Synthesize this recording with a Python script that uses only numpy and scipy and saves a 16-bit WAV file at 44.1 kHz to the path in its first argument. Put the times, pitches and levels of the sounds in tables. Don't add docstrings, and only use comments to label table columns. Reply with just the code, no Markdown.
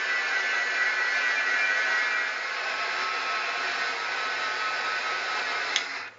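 import sys
import numpy as np
from scipy import signal
from scipy.fft import rfft, irfft
from scipy.io import wavfile
from scipy.ndimage import map_coordinates

SR = 44100
rng = np.random.default_rng(int(sys.argv[2]) if len(sys.argv) > 2 else 0)


def invert_db(x):
    u = np.asarray(x, float) / 20
    return 10 ** u


def int16_out(signal):
    q = np.round(np.clip(np.atleast_2d(signal).T, -1, 1) * 32767)
    wavfile.write(sys.argv[1], SR, q.astype(np.int16))


N = 272758

# (time [s], speed [turns/s])
SHAFT_SPEED = [
    [(0, 218.95), (1.2, 216.3), (2.6, 214.0)],
    [(1.9, 218.9), (3.9, 215.85), (5.76, 213.3), (5.8, 200), (6.18, 120)],
]
# (multiple of shaft speed, rms level [dB], change at full tilt [dB],
# throb depth before hand share [0-1], throb peak [throb cycles])
MOTOR_LINES_FIRST = [(5, -52.5, -3, 0.4, 0.6), (6, -43.5, 1, 0.9, 0.98), (6.5, -48, 0.5, 0.7, 0.065),
                     (7, -34.5, 0.5, 0.12, 0.056), (7.5, -41.5, -3.5, 0.6, 0.99), (8, -37, 2.5, 0.94, 0.52),
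                     (9, -32.5, 0, 0.7, 0.1), (10, -42, 2, 1, 0.34), (11, -43.5, 4.5, 0.4, 0.76),
                     (12, -51.5, -1, 0.9, 0.77), (13, -55, 0, 0.98, 0.73), (21, -59, 1.5, 0.4, 0.53)]
MOTOR_LINES_SECOND = [(4, -51, -1, 0.17, 0.75), (5, -42.5, -10, 0.61, 0.97), (6, -37, 1, 0.82, 0.99),
                      (7, -41, 4, 0.32, 0.28), (7.5, -48.5, -6.5, 0.4, 0.5), (8, -51, 1, 0.95, 0.5),
                      (9, -48.5, 3, 0.59, 0.63), (10, -48, 2, 0.61, 0.01), (11, -48.5, -2.5, 0.2, 0.13),
                      (12, -49.5, -11.5, 0.45, 0.67), (13, -61, -4.5, 0.3, 0.53), (16, -60, -4, 0.37, 0.48),
                      (17, -62, 3, 0.5, 0.73), (18, -61, 11.5, 0.97, 0.86), (21, -58.5, 4.5, 0.35, 0.46)]
# (frequency [Hz], density [dB per Hz])
RUSH_COLOUR_FIRST = [(35, -75.5), (60, -59.5), (260, -26.5), (324, -29), (381, -21), (642, -10.5),
                     (1170, -12), (1490, -1), (1620, -4.5), (1830, -8), (1980, -2), (2780, -17.5),
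                     (3300, -25), (5190, -28), (6470, -29.5), (7300, -38.5), (9490, -62.5), (16100, -120)]
RUSH_COLOUR_SECOND = [(35, -52), (60, -38.5), (265, -21.5), (318, -23), (466, -10.5), (581, -9), (710, -4),
                      (1150, -8), (1270, -2), (1380, -2), (1490, -1), (2000, -2), (2650, -6), (2900, -15.5),
                      (3300, -18), (5190, -19.5), (7300, -30.5), (9490, -65), (16100, -120)]
# (centre [Hz], width [Hz], gain over the rush [dB])
BARREL_AND_TABLE = [(273.5, 38, 13), (375, 27, 13.5), (472.6, 50, 8), (698, 38, 5.5), (1430, 180, 0),
                    (2280, 50, -4), (2760, 50, -4.5), (3240, 87, -4.5), (4090, 350, 5), (5140, 280, 3.5),
                    (5890, 270, -7)]
# (level at mid stretch before the band gains [dB], change [dB/s],
# treble lift [dB], change of 1.8-3.3 kHz at full tilt [dB])
DRIVEN_RUSH = [(-28.5, 0.24, 6.5, 0.5), (-30, 0.19, 4.5, -1.5)]
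# (first [s], second [s])
MID_STRETCH_S = (1.1, 4.2)
# (time [s], level [dB], treble lift [dB], level around 3.2 kHz [dB])
FAN_COAST = [(5.76, -0.5, 3, 5.5), (5.79, 0, 4.5, 7), (5.88, -3.5, 4.5, -5), (5.96, -1.5, 2.5, -2),
             (6.03, -6, 1.5, -5.5), (6.08, -10, -3, 0), (6.105, -21, -6, -7), (6.18, -27.5, 2, 0)]
# (time [s], throbs counted so far, share of throb depth, tilt [0-1])
HAND_WAVING = [
    [(0, -0.575, 0.78, 0), (0.6, 2.08, 1.7, 0.15), (1.5, 6.06, 0.75, 0.93), (2.8, 11.8, 0.9, 0.66)],
    [(2.2, -3.26, 0.21, 0.1), (3.55, 1.81, 0.32, 0), (3.7, 2.46, 0.51, 0.5), (4.46, 6.01, 0.64, 0.94),
     (5.76, 11.95, 0.94, 0.72), (5.9, 12.6, 1, 0), (6.18, 13.9, 1.1, 0)],
]
# (multiple, curve of (time [s], level [dB]))
LINE_SWELLS = [
    [(6, [(0, -2), (1.7, -4.5), (2.0, 3), (2.8, -1)]), (9, [(0, -1), (2.0, 1), (2.2, 0.5), (2.8, -7)]),
     (10, [(0, 2), (1.0, 0), (1.6, -2.5), (2.15, 2), (2.8, -1)])],
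    [(6, [(2.2, -6), (2.75, -6), (3.1, 2), (3.4, 1.5), (3.6, -5.5), (4.25, -2), (4.6, 1), (5.3, -1.5),
     (5.76, -6.5)]), (7, [(2.2, 0), (3.1, -1.5), (3.2, -9), (3.3, -2), (3.87, 3.5), (4.0, -11.5), (4.1, 0),
     (4.97, 1.5), (5.07, -10.5), (5.17, 0), (5.76, -5)])],
]
# (frequency [Hz], density [dB per Hz])
ROOM_COLOUR = [(35, -31), (60, -19.5), (119, -13.5), (161, -14), (185, -14), (400, -13), (495, -5.5),
               (600, -10), (1300, -8.5), (3080, -18.5), (7300, -27), (9490, -58.5), (16100, -120)]
# (centre [Hz], width [Hz], gain [dB])
ROOM_NARROW_HUM = [(497, 36, 10)]
# (time [s], rms level [dB])
LOW_HUM = [(2.5, -95), (2.68, -68.5), (3.3, -70), (3.52, -77), (3.75, -69), (4.8, -65.5), (6.18, -68)]
# (time [s], click height [dB])
SWITCH_CLICKS = [(5.7591, -20), (5.7598, -19), (5.7604, -4.5), (5.7622, -17), (5.7643, -20), (5.7654, -15),
                 (6.078, -38)]
# (frequency [Hz], level re click [dB], t60 [s])
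GRIP_RINGS = [(2030, -3, .012), (2250, -9, .008), (2650, -10, .008), (3050, -9, .008), (3400, -4, .009),
              (3800, -6, .009), (4300, -15, .006), (5200, -12, .007), (5800, -15, .006), (6400, -10, .008),
              (7050, -17, .006)]

SNAP_S, LINES_DIE_DB_PER_S = 5.7602, 300
LOWER_TWIN_SHARE = .35
FLUTTER_DB, FLUTTER_CORNER_HZ = 3.5, 12
BODY_LOSS_DB_PER_S, BODY_LOSS_MAX_DB = 66, 15
ECHO_CHANGE_S = .3
ROOM_DB, HUM_PITCH_HZ, MAINS_HZ, MAINS_DB = -53, 105.5, 60, -82.5
CRACK_DB, CRACK_T60_S = -16, .005
FADE_OUT_START_S, FADE_OUT_END_S = 1.99, 2.8
FADE_IN_START_S, FADE_IN_END_S = 2.19, 2.67
RIGHT_OVER_LEFT_DB, UNLIKE_RUSH_DB = 0.92, -27
SIDE_ECHO_S, SIDE_ECHO_DB = .003, -27.5


def rms_one(x):
    return x / np.sqrt(np.mean(x ** 2) + 1e-20)


def in_time(rows):
    s, *columns = np.transpose(rows)
    return [np.interp(np.arange(N) / SR, s, c) for c in columns]


def drift(corner_hz):
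    pole = np.exp(-80 * np.pi * corner_hz / SR)
    noise = rng.standard_normal(N // 40 + 2002)
    slow = signal.lfilter([1], [1, -2 * pole, pole * pole], noise)[2000:]
    return np.interp(np.arange(N) / 40, np.arange(len(slow)), rms_one(slow))


def high_pass(x, edge_hz, order):
    return signal.sosfilt(signal.butter(order, edge_hz, "high", fs=SR, output="sos"), x)


def band_pass(x, low_hz, high_hz):
    return signal.sosfilt(signal.butter(1, [low_hz, high_hz], "band", fs=SR, output="sos"), x)


def coloured(source, points, hollows=()):
    hz = np.fft.rfftfreq(N, 1 / SR) + 1
    points_hz, points_db = np.transpose(points)
    level_db = np.interp(np.log(hz), np.log(points_hz), points_db)
    for centre_hz, width_hz, hump_db in hollows:
        level_db = level_db + hump_db / (1 + (2 * (hz - centre_hz) / width_hz) ** 2)
    return rms_one(irfft(rfft(source) * invert_db(level_db), N))


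def echoes(x, t60_s, wet_db):
    t = np.arange(SR // 4) / SR
    out = np.zeros(N + SR * 2)
    hop = int(ECHO_CHANGE_S * SR)
    padded = np.concatenate([np.zeros(hop), x, np.zeros(2 * hop)])
    window = np.sin(np.pi * np.arange(2 * hop) / (2 * hop))
    tails = signal.lfilter([.5], [1, -.5], rng.standard_normal((30, len(t))))
    tails = tails * invert_db(-60 * t / t60_s) * (t > .004)
    for k, i in enumerate(range(0, N + hop, hop)):
        tail = tails[k % 30]
        tail = high_pass(tail / np.sqrt(np.sum(tail ** 2)), 1000, order=2)
        wet = signal.fftconvolve(padded[i:i + 2 * hop] * window, tail)[:len(out) - i]
        out[i:i + len(wet)] += wet
    return x + invert_db(wet_db) * out[hop:hop + N]


def motor(speed, lines, waving, swells, waver_db, wobble_rad):
    t = np.arange(N) / SR
    angle = 2 * np.pi * np.cumsum(in_time(speed)[0]) / SR
    throbs, share, tilt = in_time(waving)
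    out = 0
    for multiple, level_db, tilt_db, full_depth, peak in lines:
        depth = np.clip(full_depth * share, 0, 1)
        upper, lower = depth * (1 - LOWER_TWIN_SHARE), depth * LOWER_TWIN_SHARE
        turn = np.exp(2j * np.pi * (throbs - peak))
        beat = 1 + upper * turn + lower / turn
        unit_rms = np.sqrt(2 / (1 + upper ** 2 + lower ** 2))
        gain = invert_db(level_db + tilt_db * tilt + waver_db * drift(14)) * unit_rms
        for which, rows in swells:
            if which == multiple:
                gain = gain * invert_db(in_time(rows)[0])
        if 10 <= multiple <= 13:
            gain = gain * invert_db(FLUTTER_DB * drift(FLUTTER_CORNER_HZ))
        phase = multiple * angle + rng.uniform(0, 2 * np.pi) + wobble_rad * drift(6.0)
        out = out + gain * np.real(beat * np.exp(1j * phase))
    return out * invert_db(-LINES_DIE_DB_PER_S * np.maximum(t - SNAP_S, 0))


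def repeating(turns, memory, count):
    steps = 90 * count
    fresh = rng.standard_normal((int(1500 / count), steps))
    kept = signal.lfilter([1], [1, -memory], fresh, axis=0).ravel()
    return rms_one(map_coordinates(kept, [turns * 90 + 30 * steps], order=3))


def rush(colour, speed, waving, driven, middle_s, one_turn_db, two_turns_db, throb_db, throb_peak):
    t = np.arange(N) / SR
    coast_db, coast_treble_db, coast_gap_db = in_time(FAN_COAST)
    level_db, change_db_per_s, treble_db, tilted_db = driven
    throbs, _, tilt = in_time(waving)
    turns = np.cumsum(in_time(speed)[0]) / SR
    one_turn = high_pass(repeating(turns, .82, count=1), 2700, order=4)
    two_turns = repeating(turns, 0.38, count=2)
    two_turns = two_turns - high_pass(two_turns, 2500, order=1)
    eddies = repeating(turns, 0, count=1) + invert_db(one_turn_db) * one_turn + invert_db(two_turns_db) * two_turns
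    air = rms_one(echoes(coloured(eddies, colour, BARREL_AND_TABLE), t60_s=.13, wet_db=-4))

    treble_db = treble_db + coast_treble_db + throb_db * np.cos(2 * np.pi * (throbs - throb_peak))
    air = air + (invert_db(treble_db) - 1) * high_pass(air, 4010, order=2)
    air = air + (invert_db(coast_gap_db) - 1) * band_pass(air, 2750, 3750)
    air = air + (invert_db(tilted_db * tilt) - 1) * band_pass(air, 1800, 3300)
    body_db = -np.clip(BODY_LOSS_DB_PER_S * (t - SNAP_S), 0, BODY_LOSS_MAX_DB)
    air = air + (invert_db(body_db) - 1) * band_pass(air, 350, 900)
    return air * invert_db(level_db + change_db_per_s * (t - middle_s) + coast_db + .6 * drift(5))


def room_tone():
    t = np.arange(N) / SR
    noise = invert_db(ROOM_DB) * coloured(rng.standard_normal(N), ROOM_COLOUR, ROOM_NARROW_HUM)
    phase = 2 * np.pi * HUM_PITCH_HZ * t + 0.6 * drift(5.2)
    hum = invert_db(in_time(LOW_HUM)[0] + 1.2 * drift(5)) * np.sin(phase)
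    mains = invert_db(MAINS_DB + 1.5 * drift(3)) * np.sin(2 * np.pi * MAINS_HZ * t)
    return noise + np.sqrt(2) * (hum + mains)


def ring(clicks, hz, t60_s):
    r, w = invert_db(-60 / (t60_s * SR)), 2 * np.pi * hz / SR
    return signal.lfilter([0, np.sin(w)], [1, -2 * r * np.cos(w), r * r], clicks + 1e-18)


def switch():
    clicks = np.zeros(N)
    for s, height_db in SWITCH_CLICKS:
        clicks[round(s * SR)] = invert_db(height_db)
    rings = 0
    for k, (hz, level_db, t60_s) in enumerate(GRIP_RINGS):
        rings = rings + (-1) ** k * invert_db(level_db) * ring(clicks, hz, t60_s)
    crack_s = np.arange(400) / SR
    crack = rng.standard_normal(400) * invert_db(CRACK_DB - 60 * crack_s / CRACK_T60_S)
    return high_pass(rings + np.convolve(clicks, crack)[:N], 1500, order=2)


def scene():
    leaving, = in_time([(FADE_OUT_START_S, 1), (FADE_OUT_END_S, 0)])
    coming, = in_time([(FADE_IN_START_S, 0), (FADE_IN_END_S, 1)])
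    first = motor(SHAFT_SPEED[0], MOTOR_LINES_FIRST, HAND_WAVING[0], LINE_SWELLS[0],
                  waver_db=.7, wobble_rad=.2)
    second = motor(SHAFT_SPEED[1], MOTOR_LINES_SECOND, HAND_WAVING[1], LINE_SWELLS[1],
                   waver_db=.9, wobble_rad=.2)
    lines = leaving * first + coming * second

    airs = []
    for _ in range(2):
        first = rush(RUSH_COLOUR_FIRST, SHAFT_SPEED[0], HAND_WAVING[0], DRIVEN_RUSH[0], MID_STRETCH_S[0],
                     one_turn_db=-2.5, two_turns_db=1.5, throb_db=0.1, throb_peak=0.35)
        second = rush(RUSH_COLOUR_SECOND, SHAFT_SPEED[1], HAND_WAVING[1], DRIVEN_RUSH[1], MID_STRETCH_S[1],
                      one_turn_db=-8.0, two_turns_db=-1.5, throb_db=0.0, throb_peak=1.0)
        airs.append(leaving * first + coming * second)
    shared_air, unlike_air = airs

    mid = lines + shared_air + room_tone() + echoes(switch(), t60_s=0.2, wet_db=-10.5)
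    late_lines = np.interp(np.arange(N) - SIDE_ECHO_S * SR, np.arange(N), lines)
    side = invert_db(UNLIKE_RUSH_DB) * unlike_air + invert_db(SIDE_ECHO_DB) * late_lines
    left = mid * invert_db(-RIGHT_OVER_LEFT_DB / 2) + side
    right = mid * invert_db(RIGHT_OVER_LEFT_DB / 2) - side
    return np.array([left, right])


def band_limit(x):
    return signal.sosfilt(signal.butter(12, 7750, fs=SR, output="sos"), x)


def record(dry):
    thin = high_pass(dry, 100, order=2)
    low_pass = signal.ellip(12, .5, 60, 7380, fs=SR, output="sos")
    mix = signal.sosfilt(low_pass, thin)
    return band_limit(mix)


dry = scene()
out = record(dry)
int16_out(out)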